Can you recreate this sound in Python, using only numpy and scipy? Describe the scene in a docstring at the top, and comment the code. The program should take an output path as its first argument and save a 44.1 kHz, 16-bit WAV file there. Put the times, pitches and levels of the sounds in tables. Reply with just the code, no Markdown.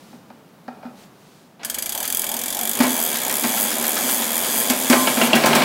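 """In a workshop, close to the microphone, a single-cylinder diesel is started by hand.
The steel handle clunks into place; its ratchet then clicks faster and faster, surging with every fast turn.
Gears churn as shaped noise with rattling covers; clicks and knocks are noise bursts ringing steel modes.
The cylinder coughs, catches and knocks at a quickening beat, with low booms and hissing exhaust;
the handle is pulled off and the ratchet weakens and stops."""
import sys
import numpy as np
from scipy import signal
from scipy.io import wavfile
from scipy.ndimage import map_coordinates

SR = 44100
rng = np.random.default_rng(int(sys.argv[2]) if len(sys.argv) > 2 else 0)


def output_pcm(signal):
    """Save a mono or channel-first signal as 16-bit PCM at the path in sys.argv[1].

    Samples are clipped to [-1, 1] before scaling.
    """
    pcm = np.clip(np.atleast_2d(signal).T, -1, 1) * 32767
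    wavfile.write(sys.argv[1], SR, np.round(pcm).astype(np.int16))


N = 248724
T = np.arange(N) / SR  # time in s


def amp(db):
    """Decibels to gain."""
    return 10 ** (np.asarray(db) / 20)


def unit(x):
    """Scales to rms 1."""
    return x / np.sqrt(np.mean(x ** 2) + 1e-20)


def curve(rows, t=T):
    """Joins (s, value) rows by straight lines."""
    return np.interp(t, *np.transpose(rows))


def read(points, hz):
    """Joins (Hz, value) rows on a log-frequency axis."""
    pitch_hz, value = np.transpose(points)
    return np.interp(np.log(hz + 1), np.log(pitch_hz + 1), value)


def add(mix, start_s, sound):
    """Mixes a sound in at its start time."""
    part = mix[max(round(start_s * SR), 0):][:len(sound)]
    part += sound[:len(part)]


def colour(x, spectrum, size=4096):
    """Causal (minimum-phase) filter of unit energy with the given spectrum shape."""
    hz = abs(np.fft.fftfreq(size, 1 / SR))
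    log_gain = np.log(amp(np.maximum(read(spectrum, hz), -100)))
    taps = np.fft.ifft(np.exp(np.conj(signal.hilbert(log_gain)))).real
    return signal.oaconvolve(x, taps / np.linalg.norm(taps))[:N]


def ring(x, modes, sign=-1):
    """Drives dying modes of unit total energy; modes of like sign leave hollows between them."""
    t = T[:SR // 4]
    taps = np.zeros(len(t))
    for k, (hz, width, db) in enumerate(modes):
        decay = np.exp(-np.pi * width * t)  # a wider mode dies sooner
        tone = np.cos(2 * np.pi * hz * t + np.arctan(width / 2 / hz))
        taps += np.sign(sign) ** k * amp(db) * width * decay * tone
    return signal.oaconvolve(x, taps / np.linalg.norm(taps))[:N]


def burst(decay_s, size=10000):
    """A shower of tiny contacts that starts fast and dies away."""
    t = T[:size]
    return rng.standard_normal(size) * (1 - np.exp(-t / .0003)) * np.exp(-t / decay_s)


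def bursts(rows):
    """One burst for each (start_s, level_db, decay_s) row."""
    out = np.zeros(N)
    for start_s, db, decay_s in rows:
        add(out, start_s, amp(db) * burst(decay_s))
    return out


def boom(db, decay_s, hz):
    """A hollow steel vessel swells and dies away on one low note."""
    t = T[:SR // 3]
    return amp(db) * (1 - np.exp(-t / .004)) * np.exp(-t / decay_s) * np.sin(2 * np.pi * hz * t)


# how long the workshop echoes: pitch_hz, t60_s
ROOM = [(200, 0.68), (1000, 0.34), (4000, 0.35), (15000, 0.25)]


def room(x, wet_db):
    """Adds the workshop's echo: scattered reflections, each band dying at its own speed."""
    t = T[:SR // 2]
    scatter = rng.standard_normal(SR // 2) * (t > .006)
    hz, frame_s, bands = signal.stft(scatter, SR, nperseg=256)
    fade = amp(-60 * frame_s / read(ROOM, hz)[:, None])
    tail = signal.istft(bands * fade, SR, nperseg=256)[1]
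    return x + amp(wet_db) * signal.oaconvolve(x, tail / np.linalg.norm(tail))[:N]


# background spectrum: pitch_hz, level_db (per Hz, relative)
SHOP = [(25, -46), (80, -20.5), (130, -5.5), (200, 0.5), (350, -7.5), (650, -10.5), (1200, -15.5),
        (2000, -22.5), (4000, -27), (8000, -32.5), (16000, -33.5)]
# background level: start_s, level_db
SHOP_DB = [(0, -47.5), (.64, -49), (.95, -47), (1.55, -51.5)]
# hands and sleeves sliding on the grip: middle_s, half_length_s, level_db
SLIDES = [(0.054, 0.13, -54.5), (1.013, 0.049, -51.5), (1.32, 0.16, -57)]
# spectrum of sliding cloth: pitch_hz, level_db (relative)
CLOTH = [(1500, -1.5), (4000, 0.5), (7000, -3.5), (10000, -7.5), (16000, -11)]


def workshop():
    """Low background noise of the workshop, and cloth swelling and fading as the grip shifts."""
    air, cloth = rng.standard_normal((2, N))
    sliding = sum(amp(db) / (1 + ((T - middle_s) / half_s) ** 4) for middle_s, half_s, db in SLIDES)
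    return amp(curve(SHOP_DB)) * colour(air, SHOP) + sliding * colour(cloth, CLOTH)


# deep rumble while the heavy first turns are forced round: pitch_hz, level_db (per Hz, relative)
HEAVE = [(20, -6), (45, -3), (100, -4), (200, -30), (1000, -70)]


def heave(start_s=1.7, end_s=2.93, level_db=-59.5):
    """A faint, deep rumble of filtered noise under the first turns."""
    noise = rng.standard_normal(N) * (T > start_s) * (T < end_s)
    return amp(level_db) * colour(noise, HEAVE)


# air drawn in on each intake stroke: middle_s
INTAKE = [1.99, 2.33, 2.59, 2.96, 3.28, 3.56, 3.8, 4.2]


def intake(half_s=0.048, level_db=-34.5):
    """Each intake stroke draws air through the hollow filter housing."""
    flow = amp(level_db) * sum(np.exp(-((T - middle_s) / half_s) ** 4) for middle_s in INTAKE)
    housing = [(300, -30.0), (620, 2), (800, 8), (950, 3), (1400, -24), (5000, -40)]
    return colour(flow * rng.standard_normal(N), housing)


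# gears and bearings turning: start_s, level_db (of the drive to churn and rattle)
CHURN = [(1.595, -43), (1.9, -40.5), (2.74, -35), (2.82, -24.5), (2.92, -31.5), (4.85, -29), (5.3, -24.5),
         (5.64, -19)]
# spectrum of the churning: pitch_hz, level_db (relative)
GEARS = [(30, -46), (80, -18.5), (150, -14), (230, 3.5), (330, -3.5), (700, 1.5), (1300, -7), (2300, -8.5),
         (4200, -12), (9000, -43)]
# ring of the engine block and its covers, also used by the knocks: pitch_hz, width_hz, level_db (relative)
BLOCK = [(144.3, 16.5, -7), (232.7, 19, 7), (357.5, 71, -2.5), (486, 64, -7), (585, 53, 0), (662, 34, 0),
         (758, 64, -2.5), (885.6, 36, 1.5), (1050, 24, 1.5), (1300, 29, -5), (1637, 104, -6),
         (1930, 31, -4), (2277, 190, -5.5)]


def gears(level_db=-1, rattle_db=-5, rattles_per_s=130, grain_db=4):
    """Gear teeth and bearings churn as noise; loose covers rattle at random on the block."""
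    hits = rng.random(N) < rattles_per_s / SR
    strength = amp(grain_db * np.minimum(rng.exponential(1, N), 2))
    grains = hits * strength * rng.choice([-1, 1], N)
    drive = amp(curve(CHURN)) * (T > CHURN[0][0])
    churn = colour(drive * rng.standard_normal(N), GEARS)
    rattle = ring(drive * unit(grains), BLOCK)
    return room(amp(level_db) * churn + amp(rattle_db) * rattle, wet_db=-8.5)


# the handle seats on its shaft: start_s, level_db (of the blow), decay_s, boom_db (of the hollow housing)
CLUNKS = [(.128, -43, .016, -34), (.301, -35.5, 0.0076, -36), (.6795, -24, 0.0068, -28.5),
          (0.827, -37.5, 0.022, -53), (0.852, -35, 0.021, -24.5)]
# ring of the handle in its socket: pitch_hz, width_hz, level_db (relative)
SOCKET = [(245, 43, -4), (425, 65, -3), (590, 99, 2), (748, 59, 6.5), (884, 93, 2), (1330, 100, -0.5),
          (1610, 160, -11), (2490, 65, -9)]
# spectrum of a bare blow, also used by the knocks: pitch_hz, level_db (relative)
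CRACK = [(50, -54), (100, -28), (240, -4.5), (700, -9), (1400, 0), (2500, -7), (5000, -10), (10000, -40),
         (16000, -30)]


def clunks(ring_db=0, bare_db=-14, shiver_db=-19.0, shiver_s=0.11, boom_s=0.028, housing_hz=240):
    """The handle knocks in its socket and shivers on, the housing booms, and the workshop answers."""
    blows, booms = np.zeros(N), np.zeros(N)
    for start_s, db, decay_s, boom_db in CLUNKS:
        blow = burst(decay_s) + amp(shiver_db) * burst(shiver_s)
        add(blows, start_s, amp(db) * blow)
        add(booms, start_s, boom(boom_db, boom_s, housing_hz))
    handle = amp(ring_db) * ring(blows, SOCKET) + amp(bare_db) * colour(blows, CRACK)
    return room(handle, wet_db=-9.0) + room(booms, wet_db=-13)


# pace of the ratchet before the surges, until the handle comes off: start_s, teeth_per_s
PACE = [(1.62, 17.26), (1.892, 30.34), (1.904, 35.19), (2.138, 43.61), (2.364, 39.06), (2.4, 43.45),
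        (2.606, 47.19), (2.775, 52.92), (2.908, 83.18), (3.027, 82.78), (3.134, 71.64), (5.28, 109.19)]
# fast turns, each swung by the arm: start_s, length_s, share of speed gained at the top of the swing
SWINGS = [(3.16, 0.567, 0.522), (3.727, 0.512, 0.589), (4.239, 0.438, 0.585), (4.677, 0.466, 0.959)]
# every swing drags, then surges: share of the turn, share of the surge
SURGE = [(0.0, 0.0), (0.088, -0.331), (0.475, -0.014), (0.682, 1.0), (0.832, 0.438), (1.0, 0.0)]


def tooth_speed():
    """Teeth per second: the pace of the cranking, with a surge in every fast turn."""
    surge = sum(share * curve(SURGE, (T - start_s) / length_s) for start_s, length_s, share in SWINGS)
    return np.interp(T, *np.transpose(PACE), left=0, right=0) * (1 + surge)


WHEEL_TEETH = 47
# tight places where the pawl snaps harder once a turn: tooth, build_up_teeth, extra_db
TIGHT = [(18.3, 5.5, 10), (40, 5.2, 9)]
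PAWL_DB = -22  # before tight places, slow teeth and slipping
RELEASE_TEETH = 1.9  # past a tight place the pawl eases over about this many teeth
SOFT_BELOW_TEETH_PER_S, SOFT_DB = 37, -24  # a slowly turned wheel lets the pawl down more gently
SLIP_S, SLIP_DB_PER_S = 4.63, 37  # the pawl weakens as the handle is drawn off


def pawl_db(tooth, speed, s):
    """How hard the pawl snaps: it builds towards each tight place, weaker when slow or slipping off."""
    softness = np.maximum(1 - speed / SOFT_BELOW_TEETH_PER_S, 0)
    level = PAWL_DB + SOFT_DB * softness - SLIP_DB_PER_S * np.maximum(s - SLIP_S, 0)
    for at, build_up, db in TIGHT:
        past = (tooth - at + WHEEL_TEETH / 2) % WHEEL_TEETH - WHEEL_TEETH / 2
        level = level + db * np.exp(-(past / np.where(past < 0, build_up, RELEASE_TEETH)) ** 2)
    return level


def cover_echo(x, turns, delay_ms=0.594, swing=0.091, strength=0.16):
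    """The steel cover by the handle reflects it; the path swings each turn, so the ring's hollows drift."""
    delay_s = delay_ms / 1000 * (1 + swing * np.sin(2 * np.pi * turns))
    echo = map_coordinates(x, [np.arange(N) - delay_s * SR], order=3)
    return (x + strength * echo) / np.hypot(1, strength)


# ring of the steel handle: pitch_hz, width_hz, level_db (relative)
STEEL = [(1703, 190, 0.5), (2335, 53, 5.5), (3327, 326, 5.5), (4820, 420, -1.5), (6180, 116, 1.5),
         (6940, 730, 1.5), (8210, 780, 1.5), (10060, 1080, 1.5), (11550, 490, 1.5), (12700, 3000, -7),
         (14700, 520, -35)]
# the loose handle clatters on its shaft: start_s, level_db
CLATTER = [(1.632, -30.5), (2.041, -26), (3.152, -24), (3.297, -24), (3.572, -24), (3.714, -23.5),
           (3.841, -22.5), (3.967, -20), (4.09, -24), (4.22, -24), (4.445, -24)]
CLATTER_S = 0.016  # decay of each clatter


def ratchet(snap_db=5, chatter_db=-20, bare_db=-9, scatter_db=1.7, snap_s=0.0024, chatter_s=0.0085,
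            slow_chatter_db=2, fast_gain_db=-0.48):
    """The pawl drops off each tooth: a bright snap, then a chatter; both ring the steel handle."""
    speeds = tooth_speed()
    teeth = np.cumsum(speeds) / SR
    drops = np.flatnonzero(np.diff(np.floor(teeth + .5)))
    levels = pawl_db(teeth[drops], speeds[drops], T[drops])
    chances = rng.standard_normal(len(drops))
    snaps, chatter, t = np.zeros(N), np.zeros(N), T[:SR // 50]
    shape = (1 - np.exp(-t / 0.0011)) * np.exp(-(t / snap_s) ** 2)
    for start_s, db, speed, chance in zip(T[drops], levels, speeds[drops], chances):
        slow = min(25 / speed, 1) ** 2  # on slow teeth the pawl snaps less and has time to bounce
        drop_db = db + scatter_db * chance - 3.8 * slow
        add(snaps, start_s, amp(drop_db) * shape * rng.choice([-1, 1], len(t)))
        # fast_gain_db is the change for every 75 teeth per s
        bounce_db = chatter_db + slow_chatter_db * slow + fast_gain_db * speed / 75
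        add(chatter, start_s, amp(bounce_db) * burst(chatter_s, size=2000))
    bright = [(300, -57), (1500, -20), (5000, -18), (7500, -7.0), (11500, -1), (16000, 1.5)]
    snaps = amp(snap_db) * colour(snaps, bright)
    chatter = colour(chatter, [(100, -53), (1300, -2.5), (8000, 1.5), (16000, 1.0)])
    clatter = bursts([(start_s, db, CLATTER_S) for start_s, db in CLATTER])
    clatter = colour(clatter, [(200, -15), (1200, 2.5), (3000, 0.5), (6000, -2.5), (16000, -27)])
    # the snap rings the handle, with a bare share straight from the pawl; the chatter rings the handle too;
    # both echo in the room alike
    near = room(ring(snaps, STEEL, sign=1) + amp(bare_db) * snaps, wet_db=-8)
    spread = room(ring(chatter, STEEL, sign=1) + clatter, wet_db=-8.5)
    return cover_echo(near + spread, teeth / WHEEL_TEETH)


# coughs while the engine is catching, some in two blows, and a hollow gulp of intake air at 5.171 s;
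# also used by the knocks: start_s, knock_db, boom_db, hiss_db
COUGHS = [(2.356, -46, -31, -43), (2.802, -16, -4, -21), (2.831, -19, -15, -19), (3.437, -19, -24, -20),
          (4.037, -32, -17.5, -42), (4.699, -17.5, -11.5, -10), (4.899, -12.5, -4, -10),
          (4.926, -10, -21, -14), (5.171, -20, -12.5, -36)]
# the engine fires at a quickening beat, also used by the knocks:
# start_s, knock_db, clank_db (of the ignition), exhaust_db, boom_db
FIRINGS = [(5.072, -11.5, -14, -35, -44), (5.213, -12.5, -4, -22.5, -12), (5.331, -10.5, -5, -16, -9.5),
           (5.437, -9, -28, -14, -18), (5.530, -11, -13, -14.5, -10.5), (5.619, -12, -12, -25, -18)]
COUGH_KNOCK_S, COUGH_HISS_S, COUGH_BOOM_S = 0.023, 0.0081, 0.023  # decays
FIRING_KNOCK_S, FIRING_HISS_S, FIRING_BOOM_S = 0.011, 0.014, 0.027  # decays
VALVE_LAG_S = .021  # the exhaust valve opens this long after the ignition
BOOM_LAG_S = 0.0084  # the silencer answers a firing this much later
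# each exhaust stroke thumps in the pipe: pitch, level against the exhaust, decay
THUMP_HZ, THUMP_DB, THUMP_S = 155.6, -6, 0.045


def exhaust(rough=0.09, steady_hiss_db=-28, cold_hz=253, hot_hz=234):
    """Gas booms in the silencer and hisses from the pipe, steadily once the engine runs; one gulp of intake."""
    booms, puffs = np.zeros(N), []
    for start_s, _, boom_db, hiss_db in COUGHS:
        add(booms, start_s, boom(boom_db, COUGH_BOOM_S, cold_hz))
        puffs.append((start_s, hiss_db, COUGH_HISS_S))
    for start_s, _, _, db, boom_db in FIRINGS:  # the boom sits a little lower once the engine has caught
        add(booms, start_s + BOOM_LAG_S, boom(boom_db, FIRING_BOOM_S, hot_hz))
        add(booms, start_s + VALVE_LAG_S, boom(db + THUMP_DB, THUMP_S, THUMP_HZ))
        puffs.append((start_s + VALVE_LAG_S, db, FIRING_HISS_S))
    flutter = unit(colour(rng.standard_normal(N), [(120, 5), (400, -50.0), (2000, 2)]))
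    fade_in = np.clip((T - 4.9) / 0.55, 0, 1)
    hiss = bursts(puffs) + amp(steady_hiss_db) * fade_in * rng.standard_normal(N)
    hiss = colour(hiss, [(500, -21), (3000, -8.5), (7500, -5), (16000, -9.5)])
    return room(booms * (1 + rough * flutter), wet_db=-10.5) + room(hiss, wet_db=-5.5)


# the drive takes up its slack: start_s, level_db
THUDS = [(1.776, -28), (2.236, -23.5)]
THUD_S = .0045  # decay
# ring of the cylinder: pitch_hz, width_hz, level_db (relative)
CYLINDER = [(680, 100, -1), (2740, 150, -4.5), (3200, 170, -3)]
# a thin cover keeps singing after a cough: pitch_hz, level_db (before the decay), decay_s
SING = [(1039, -20, 0.08), (1152, -23.5, 0.056)]
SING_S = 4.955  # start of the singing
SHAKE_DB, SHAKE_S = -0.5, 0.042  # the exhaust stroke shakes the block: level against the exhaust, decay


def knocks(ring_db=-1, bare_db=-5, ignition_s=0.0053):
    """Each blow cracks and sets the block ringing; hard ignitions add the diesel clank."""
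    blows = [(start_s, db, THUD_S) for start_s, db in THUDS]
    blows += [(start_s, db, COUGH_KNOCK_S) for start_s, db, _, _ in COUGHS]
    for start_s, knock_db, _, exhaust_db, _ in FIRINGS:
        blows.append((start_s, knock_db, FIRING_KNOCK_S))
        blows.append((start_s + VALVE_LAG_S, exhaust_db + SHAKE_DB, SHAKE_S))
    # ring and crack draw their own noise
    body = amp(ring_db) * ring(bursts(blows), BLOCK) + amp(bare_db) * colour(bursts(blows), CRACK)
    ignitions = bursts([(start_s, db, ignition_s) for start_s, _, db, _, _ in FIRINGS])
    clank = ring(ignitions, CYLINDER)
    for hz, db, decay_s in SING:
        add(body, SING_S, amp(db) * np.exp(-T / decay_s) * np.sin(2 * np.pi * hz * T))
    return room(body, wet_db=-7.5) + room(clank, wet_db=-7.5)


def scene():
    """All sources at one close microphone."""
    background = workshop() + heave()
    cranking = intake() + gears() + clunks() + ratchet()
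    engine = exhaust() + knocks()
    return (background + cranking + engine)[None]


CEILING = .98  # pressure that the rounding of peaks approaches (full scale = 1)
EDGE_HZ = 15850  # upper band limit


def record(dry):
    """The microphone rounds the peaks; then a low-pass filter limits the band."""
    soft = dry / (1 + (dry / CEILING) ** 4) ** .25
    low_pass = signal.firwin(401, EDGE_HZ, window=("kaiser", 8), fs=SR)
    return signal.oaconvolve(soft, low_pass[None], "same")


dry = scene()
out = record(dry)
output_pcm(out)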